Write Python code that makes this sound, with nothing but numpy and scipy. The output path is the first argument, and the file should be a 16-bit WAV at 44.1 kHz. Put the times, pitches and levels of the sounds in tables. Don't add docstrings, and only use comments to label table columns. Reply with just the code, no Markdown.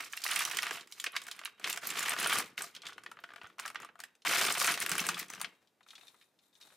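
import sys
import numpy as np
from scipy import signal
from scipy.fft import rfft, irfft
from scipy.io import wavfile

SR = 44100
rng = np.random.default_rng(int(sys.argv[2]) if len(sys.argv) > 2 else 0)


def transcribe(u):
    v = np.clip(np.atleast_2d(u).T, -1, 1)
    q = np.round(v * 32767).astype(np.int16)
    wavfile.write(sys.argv[1], SR, q)


N = 298116
LEFT_RIGHT = np.array([[1], [-1]])

# f/Hz, relative level/dB, t60/s
SHELL_MODES = [(691.5, -22.5, 0.076), (1189, -17, 0.019), (1454, -22.5, 0.061), (1630, -27.5, 0.045),
               (2330, -34.5, 0.035), (3100, -15, 0.0094)]


def undb(db):
    return 10 ** (np.asarray(db) / 20)


def unit(x):
    return x / np.sqrt(np.mean(x ** 2))


def pole_radius(t60_s):
    return 1000 ** (-1 / (t60_s * SR))


def colour(x, points):
    hz, db = np.transpose(points)
    f_hz = np.fft.rfftfreq(x.shape[-1], 1 / SR) + 1
    gain_db = np.interp(np.log(f_hz), np.log(hz), db, left=-90, right=-90)
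    return unit(irfft(rfft(x) * undb(gain_db), x.shape[-1]))


def band(x, hz, q):
    w = 2 * np.pi * min(hz, .45 * SR) / SR
    a = np.sin(w) / (2 * q)
    return signal.lfilter([a, 0, -a], [1 + a, -2 * np.cos(w), 1 - a], x)


def ring(x, modes):
    out = 0
    for hz, db, t60_s in modes:
        r = pole_radius(t60_s)
        w = 2 * np.pi * hz / SR
        mode = signal.lfilter([1, 0, -1], [1, -2 * r * np.cos(w), r * r], x) / (2 * np.sin(w))
        out = out + undb(db) * np.sqrt(1 - r * r) * mode
    return out


def blows(table, t60_s, rise_s, q, crack_hz, crack_db, spread_db, ring_db, ring_t60_s):
    length = 4096
    t = np.arange(length) / SR
    shape = 1000 ** (-t / t60_s) * (1 - np.exp(-t / rise_s))
    chance = rng.standard_normal((len(table), length + 1))
    out = np.zeros((2, N + length))
    for (s, db, hz, *_), bright_db, c in zip(table, np.broadcast_to(crack_db, len(table)), chance):
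        offset, noise = c[0], c[1:]
        body = band(band(band(noise * shape, hz, q), hz, q), hz, q)
        crack = band(band(noise[::-1] * shape ** 2, crack_hz, 0.52), crack_hz, 0.52)
        tone = ring(noise * shape ** 2, [(hz, 0, ring_t60_s)])
        burst = body / np.abs(body).max()
        burst = burst + undb(ring_db) * tone / np.abs(tone).max()
        burst = burst + undb(bright_db) * crack / np.abs(crack).max()
        pair = burst + 0.14 * offset * np.gradient(burst) * LEFT_RIGHT
        i = int(s * SR)
        out[:, i:i + length] += pair * undb(db + spread_db * offset * LEFT_RIGHT / 2)
    return out[:, :N]


def rattle(per_s, scatter_db, t60_s, count=1):
    own_share, between_knocks_power = 1.2, 0.08
    when = np.flatnonzero(rng.random(N) < per_s / SR)
    size = rng.standard_normal((len(when), 1)) + own_share * rng.standard_normal((len(when), count))
    knocks = np.zeros((count, N))
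    knocks[:, when] = undb(scatter_db * np.clip(size.T, -2, 2))
    power = signal.lfilter([1], [1, -pole_radius(t60_s) ** 2], knocks ** 2)
    return np.sqrt(power + between_knocks_power)


def chorus(lo_hz, hi_hz, apart, count, q, **knock):
    out = 0
    for hz, shake in zip(np.geomspace(lo_hz, hi_hz, count), rattle(count=count, **knock)):
        mid, side = band(shake * rng.standard_normal((2, N)), hz, q)
        out = out + unit(mid) + apart * unit(side) * LEFT_RIGHT
    return out


def moves(start_s, length_s, db, swell_db, rise_s, fade_db_s):
    t = np.arange(0, N, 32) / SR
    age, span = t - start_s[:, None], length_s[:, None]
    swell = swell_db[:, None] * np.clip(age / span, 0, 1)
    shape_db = db[:, None] + swell - fade_db_s * np.maximum(age - span, 0)
    gain = np.clip(age / rise_s, 0, 1) * undb(shape_db)
    return np.interp(np.arange(N) / SR, t, np.sqrt(np.sum(gain ** 2, axis=0)))


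def air():
    # f/Hz, level per Hz/dB
    hiss_spectrum = [(30, -24), (80, 4), (200, 14.5), (500, 13), (1000, 8.5), (3000, 0.5), (8000, -5),
                     (15500, -8)]
    mid, side = colour(rng.standard_normal((2, N)), hiss_spectrum)
    return undb(-78) * (mid + .3 * side * LEFT_RIGHT)


def room(x):
    # f/Hz, t60/s, level/dB
    tail_bands = [(300, 0.36, -16.5), (1230, 0.36, -15), (4000, 0.11, -14), (9900, 0.057, -8.5)]
    t = np.arange(SR // 2) / SR
    tail = 0
    for hz, t60_s, db in tail_bands:
        mid, side = (band(band(rng.standard_normal(len(t)), hz, 0.39), hz, 0.39) for _ in range(2))
        fade = 1000 ** (-t / t60_s) * np.minimum(t / 0.012, 1)
        side_share = np.clip((hz / 54000.0) ** 0.24, 0, 1)
        both = mid + side_share * side * LEFT_RIGHT
        tail = tail + undb(db) * both * fade / np.sqrt(np.sum(fade ** 2))
    return signal.fftconvolve(x[None], tail, axes=1)[:, :N]


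def hand():
    # t/s, body peak level/dB, f/Hz
    clinks = [(5.6725, -62, 3350), (5.8067, -56, 1250), (5.8296, -61.5, 3730), (5.8631, -54.5, 1290),
              (5.886, -50.5, 3540), (5.9055, -44.5, 3300), (5.9314, -51.5, 1330), (5.9534, -45, 3400),
              (5.9794, -48.5, 2430), (6.0102, -51.5, 2590), (6.0294, -58, 3700), (6.031, -58, 1110),
              (6.0691, -51.5, 3640), (6.0806, -48, 3550), (6.1429, -57, 1250), (6.2123, -55, 2320),
              (6.2244, -59, 2300), (6.3884, -62.5, 3510), (6.5286, -66, 3700), (6.5525, -57, 3600),
              (6.6119, -49, 3900), (6.6244, -50, 3700), (6.6692, -62, 3760), (6.7022, -55.5, 1450),
              (6.722, -56.5, 900), (6.747, -65, 3700)]
    # start t/s, length/s, rustle level/dB, swell/dB, low rustle above rustle/dB
    strokes = [(5.457, 0.091, -86, 5.5, 3), (5.601, 0.063, -89, -11, 17), (5.861, 0.22, -71, 5, -5),
               (6.112, 0.15, -72.5, -3.5, -15), (6.412, 0.032, -70.5, -2.5, -30),
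               (6.526, 0.046, -77, 6.5, -21), (6.594, .17, -63, -7, -5.5)]
    # f/Hz, level per Hz/dB
    rustle_spectrum = [(800, 5), (1500, -2), (3000, -8), (3750, 4.5), (4500, -5.5), (9000, 0.5),
                       (15500, -2)]
    # f/Hz, relative level/dB, t60/s
    comb_modes = [(2460, -23, 0.075), (3700, -14, 0.056), (3820, -16, 0.043), (4200, -14, 0.03)]
    rise_s, fade_db_s = 0.02, 157
    clink = blows(clinks, t60_s=0.054, rise_s=0.00025, q=0.52, crack_hz=7970.0, crack_db=-15.0,
                  spread_db=2.5, ring_db=-9, ring_t60_s=.03)
    start_s, length_s, db, swell_db, low_db = np.transpose(strokes)
    high = chorus(1700.0, 11500.0, apart=0.65, count=5, q=1.55, per_s=1100.0, scatter_db=13.0, t60_s=0.039)
    high = colour(high, rustle_spectrum)
    high = high * moves(start_s, length_s, db, swell_db, rise_s, fade_db_s)
    low = rattle(per_s=401.5, scatter_db=4.0, t60_s=0.061)[0] * rng.standard_normal(N)
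    low = unit(band(low, hz=513.0, q=0.42))
    low = low * moves(start_s, length_s, db + low_db, swell_db, rise_s, fade_db_s)
    comb = undb(-8) * ring(clink, comb_modes) + undb(-13) * ring(high, comb_modes)
    return clink + high + low + comb


def slide():
    # start t/s, length/s, scrape level/dB, swell over the jerk/dB,
    # jingle above scrape/dB, bed rumble level/dB
    jerks = [(-.05, 0.095, -40.5, -8, -3, -59), (0.093, 0.13, -58, 3, -1.5, -78),
             (0.226, 0.19, -45, 8, -2, -67.5), (0.446, 0.31, -43.5, 0, -6, -61.5),
             (0.882, 0.17, -68, 12.5, -1, -85), (1.113, 0.38, -55, -6.5, -7, -69.5),
             (1.571, 0.087, -65.5, 15, -9, -76), (1.651, 0.067, -37, -4.5, -5, -55),
             (1.803, 0.034, -53.5, 7.5, -6, -66), (1.828, 0.093, -41.5, -2, -2.5, -57),
             (1.942, 0.18, -40.5, 2, -6, -57), (2.166, 0.22, -37.5, 4, -5, -53),
             (2.57, 0.07, -46, -4, 0.5, -58.5), (2.734, 0.032, -60, 2, -6, -69),
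             (2.838, 0.036, -52, 2.5, -10, -63.5), (2.953, 0.57, -71, -2.5, -6, -68.5),
             (3.577, 0.09, -60.5, 9.5, -8, -73.5), (3.742, 0.084, -62, 6, -13, -68.5),
             (3.979, 0.078, -60.5, -7, -5, -70.5), (4.248, 0.26, -35, 0.5, -3, -50.5),
             (4.528, 0.18, -40.5, 5.5, -0.5, -56), (4.771, 0.047, -45.5, 7.5, -3, -60),
             (4.867, 0.15, -41, 1, -5.5, -53), (5.033, 0.062, -45.5, 8, -5.5, -60),
             (5.159, 0.055, -44, -3, -4, -61), (5.274, 0.18, -54.5, -1.5, -10, -64.5)]
    # f/Hz, level per Hz/dB
    scrape_spectrum = [(300, -17.5), (600, -9.5), (850, -6.5), (1190, -0.5), (1700, 2), (2300, 4.5),
                       (3300, 1.5), (4500, -4), (7000, -21)]
    # f/Hz, level per Hz/dB
    jingle_spectrum = [(2500, -19), (4000, 5.5), (6500, 4), (10000, 1.5), (13000, -0.5), (15500, 5)]
    # f/Hz, level per Hz/dB
    rumble_spectrum = [(30, -27.5), (70, -11), (120, -1), (173, 2.5), (250, 4), (450, 6.5), (900, -12.5)]
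    rise_s, fade_db_s = 0.021, 258.5
    rumble_rise_s, rumble_fade_db_s = 0.027, 122
    start_s, length_s, db, swell_db, jingle_db, rumble_db = np.transpose(jerks)

    scrape = chorus(698.0, 3600., apart=.13, count=11, q=5., per_s=260., scatter_db=4.0, t60_s=0.036)
    scrape = colour(scrape, scrape_spectrum)
    scrape = scrape + undb(-22.0) * ring(scrape, SHELL_MODES)
    scrape = scrape * moves(start_s, length_s, db, swell_db, rise_s, fade_db_s)

    jingle = chorus(3800., 14000.0, apart=0.37, count=13, q=8.0, per_s=200.0, scatter_db=1.5, t60_s=0.039)
    jingle = colour(jingle, jingle_spectrum)
    jingle = jingle * moves(start_s, length_s, db + jingle_db, swell_db, rise_s, fade_db_s)

    rumble = rattle(per_s=300., scatter_db=3, t60_s=0.05)[0] * rng.standard_normal(N)
    rumble = colour(rumble, rumble_spectrum)
    rumble = rumble * moves(start_s, length_s, rumble_db, swell_db, rumble_rise_s, rumble_fade_db_s)
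    return scrape + rumble + jingle


def needles():
    # t/s, body peak level/dB, f/Hz, crack relative to body/dB
    clacks = [(0.005, -39.5, 2020, 7), (0.133, -31, 1810, -7), (0.173, -31.5, 2730, -1.5),
              (0.218, -39, 4640, 1.5), (0.238, -28, 4310, -2.5), (0.253, -34.5, 1040, -14),
              (0.264, -25.5, 1960, -5), (0.315, -25, 2900, -19), (0.361, -25.5, 2210, 0),
              (0.392, -27, 3440, -0.5), (0.414, -30, 1770, -5), (0.452, -29.5, 3090, -6),
              (0.474, -37.5, 1220, -0.5), (0.512, -31, 2100, 1), (0.547, -38, 3000, 4),
              (0.57, -27.5, 2900, -12), (0.587, -22.5, 2130, -5), (0.63, -25, 1770, -2),
              (0.667, -27.5, 1880, -2.5), (0.709, -26.5, 1580, -3), (0.809, -42, 3860, -3),
              (0.873, -54, 2100, 6.5), (0.923, -38, 3960, 2), (0.999, -30.5, 3390, -20),
              (1.041, -28.5, 1810, 3.5), (1.063, -29, 2500, -8), (1.067, -25, 2110, -16),
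              (1.139, -46.5, 1150, -25.5), (1.152, -34.5, 1600, -25.5), (1.157, -37.5, 1720, -3.5),
              (1.164, -21.5, 2280, -6.5), (1.217, -43, 3000, 5), (1.267, -42, 1660, 4),
              (1.284, -38, 1700, 0.5), (1.313, -31, 3290, -0.5), (1.391, -36.5, 1900, -2.5),
              (1.414, -42.5, 1360, -8), (1.436, -42, 1720, -24), (1.455, -29.5, 2470, -6),
              (1.475, -41, 1350, -10), (1.597, -49, 1300, 3), (1.642, -24, 2410, -8.5),
              (1.698, -36, 2850, 9), (1.727, -32.5, 2700, -10.5), (1.761, -38, 1990, 2.5),
              (1.774, -30, 1640, 2.5), (1.834, -36, 1430, -9.5), (1.903, -31.5, 2940, 4.5),
              (1.955, -33.5, 1870, -4.5), (1.986, -28.5, 2960, -9), (2.005, -30, 1940, -0.5),
              (2.036, -32.5, 1450, -17), (2.06, -33.5, 1900, -2), (2.082, -31.5, 1620, 2),
              (2.135, -30, 1270, -1), (2.164, -30, 1620, -6.5), (2.187, -34, 2260, 4),
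              (2.231, -35.5, 3140, 3.5), (2.243, -27, 3020, -3.5), (2.26, -25, 1380, -6.5),
              (2.297, -29, 2430, 2.5), (2.325, -27, 1270, -8), (2.356, -26.5, 1200, 1.5),
              (2.402, -28.5, 1270, -2), (2.578, -26.5, 2090, -12), (2.607, -34, 1510, -5),
              (2.64, -39.5, 1170, 1), (2.75, -41.5, 3000, 0), (2.763, -39.5, 3200, -7),
              (2.819, -42, 3400, -9), (2.834, -45, 1260, -18), (2.854, -41, 3540, -4),
              (2.867, -34, 3530, -20), (2.886, -44.5, 1780, 1), (2.893, -46, 1470, -9),
              (2.903, -47, 3420, -5), (2.923, -43.5, 1250, -25), (2.93, -48, 3460, -3),
              (2.98, -39, 1540, -11), (3.036, -49, 1520, 4), (3.062, -34.5, 1790, -15),
              (3.115, -41, 1310, -3), (3.17, -46, 1260, -45), (3.189, -44, 1590, -38),
              (3.238, -36, 1560, -12), (3.29, -46, 1510, -33), (3.304, -46, 1570, -27),
              (3.318, -47, 1570, -40.5), (3.336, -43, 1540, -8), (3.36, -42.5, 1500, -7),
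              (3.381, -46.5, 1680, -25), (3.415, -39.5, 1510, -32), (3.433, -47, 1560, -5),
              (3.442, -44, 1320, -24), (3.454, -46, 1550, -23), (3.464, -46, 1490, -24),
              (3.5, -52, 1420, -20), (3.583, -45, 1320, -7), (3.591, -33.5, 1870, -19),
              (3.597, -36, 1460, 9), (3.653, -32.5, 1650, -22), (3.66, -37, 1340, 4.5),
              (3.678, -34, 2200, 3), (3.701, -39, 1310, -1.5), (3.746, -41, 1310, -3.5),
              (3.756, -29.5, 1920, -21.5), (3.801, -43.5, 1250, -0.5), (3.83, -40.5, 1440, -12),
              (3.847, -41.5, 1180, 0), (3.889, -47.5, 1264, -45), (3.955, -50, 1280, -12),
              (3.991, -47, 1330, -3.5), (4.002, -42.5, 1490, 8), (4.037, -36, 1810, -1.5),
              (4.152, -61, 2500, 5), (4.22, -54.5, 3900, -13.5), (4.25, -29, 1430, -2.5),
              (4.31, -30.5, 1330, 2.5), (4.356, -27, 2220, 1.5), (4.386, -32.5, 1860, 8),
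              (4.412, -28, 1020, 7), (4.45, -23.5, 2590, 2), (4.335, -27, 2260, -0.5),
              (4.482, -29.5, 2480, -5.5), (4.505, -29, 1240, -8.5), (4.573, -28.5, 1370, -11),
              (4.6, -32, 1560, 11), (4.615, -25, 1260, 1.5), (4.644, -29, 1300, 11.5),
              (4.658, -27.5, 1550, 4), (4.676, -26, 1510, -3), (4.687, -27, 1500, -6),
              (4.74, -29.5, 2730, 1.5), (4.775, -30.5, 1860, -2.5), (4.802, -39.5, 2420, 3.5),
              (4.826, -32, 1580, 9.5), (4.862, -22.5, 1870, -5), (4.893, -33.5, 2930, -2),
              (4.916, -25, 1570, 7.5), (4.953, -27.5, 1550, 1.5), (4.981, -26.5, 2400, -6),
              (4.994, -24.5, 2610, -8.5), (5.04, -31.5, 1670, -5), (5.068, -51, 2140, 13),
              (5.089, -26.5, 1410, 6.5), (5.144, -31, 3420, -4), (5.169, -35.5, 1690, -13),
              (5.197, -35, 2000, 7), (5.229, -38, 1890, 1), (5.301, -39.5, 1230, -14),
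              (5.336, -35.5, 1730, -6), (5.404, -39.5, 1230, -0.5), (5.414, -33.5, 1330, 8),
              (5.445, -28.5, 2220, -14)]
    # t/s, body peak level/dB, f/Hz
    ticks = [(0.1264, -39.5, 6500), (0.169, -37.5, 11750), (0.2422, -30.5, 12000), (0.2785, -35, 5960),
             (0.3115, -28.5, 9700), (0.359, -30, 9540), (0.39, -30, 10700), (0.4369, -39.5, 6240),
             (0.4509, -24.5, 5970), (0.4978, -37, 5860), (0.5704, -29, 6960), (0.622, -33.5, 5550),
             (0.9143, -51, 6660), (1.0005, -32.5, 7170), (1.1199, -50.5, 10700), (1.237, -47.5, 7940),
             (1.2808, -46, 5750), (1.364, -54, 9460), (1.4496, -37, 11100), (1.699, -31.5, 11800),
             (1.7275, -30.5, 7400), (1.871, -28.5, 11800), (1.9025, -36.5, 7060), (1.9739, -38.5, 7000),
             (1.9925, -26, 7170), (2.0282, -29.5, 7030), (2.0938, -26.5, 8900), (2.1995, -29, 10050),
             (2.2283, -30.5, 7460), (2.2725, -25.5, 9600), (2.3326, -27.5, 10000), (2.385, -27, 9400),
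             (2.6208, -30, 8320), (2.6828, -56, 7670), (3.2021, -61, 13700), (3.471, -56.5, 6400),
             (3.584, -53, 5950), (3.679, -46, 7800), (3.82, -48, 7000), (4.3817, -28.5, 5260),
             (4.4632, -29.5, 8850), (4.524, -26.5, 8480), (4.581, -29, 9150), (4.6245, -27.5, 9630),
             (4.6664, -27.5, 9600), (4.6728, -25.5, 6400), (4.7186, -30.5, 9550), (4.802, -28, 9000),
             (4.8221, -29, 7250), (4.8623, -30.5, 9600), (4.8938, -26, 8530), (4.9812, -27, 9400),
             (5.002, -27, 6100), (5.0668, -29, 8600), (5.0873, -31, 5850), (5.1783, -43, 8650),
             (5.1931, -33.5, 13000), (5.2838, -49, 6200), (5.3012, -36, 6050), (5.324, -57, 6000),
             (5.334, -46, 6030), (5.349, -43, 5970), (5.398, -47, 5950), (5.414, -35, 8700)]
    # t/s, body peak level/dB, f/Hz
    thumps = [(.71, -40, 486), (1.065, -48, 440), (3.43, -62, 95), (4.31, -38.5, 556), (4.42, -41, 524),
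              (4.45, -40, 430), (4.61, -41, 557), (4.7, -44.5, 573), (4.77, -43, 640), (4.905, -44, 400),
              (4.915, -47.5, 169), (5.005, -50, 169), (5.085, -49, 173), (5.145, -56, 175),
              (5.21, -50, 313), (5.27, -67, 191), (5.37, -62, 190), (5.43, -61.5, 190), (5.47, -61, 200)]
    # f/Hz, level/dB, t60/s
    rail_modes = [(2740, -43, 0.5), (3085, -43, 0.6), (3801, -39, 0.8)]
    # f/Hz, level/dB, t60/s
    table_modes = [(173, -52, 0.16), (198, -53, 0.24)]
    clack = blows(clacks, t60_s=0.041, rise_s=0.000092, q=0.54, crack_hz=6230.0,
                  crack_db=np.transpose(clacks)[3], spread_db=2.5, ring_db=-8, ring_t60_s=.018)
    tick = blows(ticks, t60_s=0.019, rise_s=0.0001, q=0.84, crack_hz=9600.0, crack_db=1.0,
                 spread_db=-3.0, ring_db=-2, ring_t60_s=.013)
    thump = blows(thumps, t60_s=0.04, rise_s=.004, q=1.1, crack_hz=500., crack_db=-22,
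                  spread_db=.5, ring_db=-12, ring_t60_s=.04)
    shell = undb(-18.0) * ring(clack, SHELL_MODES)
    return clack + shell + ring(clack, rail_modes) + tick + thump + ring(thump, table_modes)


def scene():
    # t/s, left minus right/dB
    place = [(0, -2.5), (1.5, -1.5), (2.5, 0), (4.2, 0), (5, 0.55), (5.6, 4), (6.77, 4)]
    place_s, place_db = np.transpose(place)
    pan_db = np.interp(np.arange(N) / SR, place_s, place_db)
    machine = needles() + slide() + hand()
    panned = machine * undb(LEFT_RIGHT * pan_db / 2)
    return panned + room(machine.mean(axis=0)) + air()


def record(dry):
    top_hz = 15900
    sos = signal.ellip(10, .2, 70, top_hz, fs=SR, output="sos")
    return signal.sosfilt(sos, dry)


dry = scene()
out = record(dry)
transcribe(out)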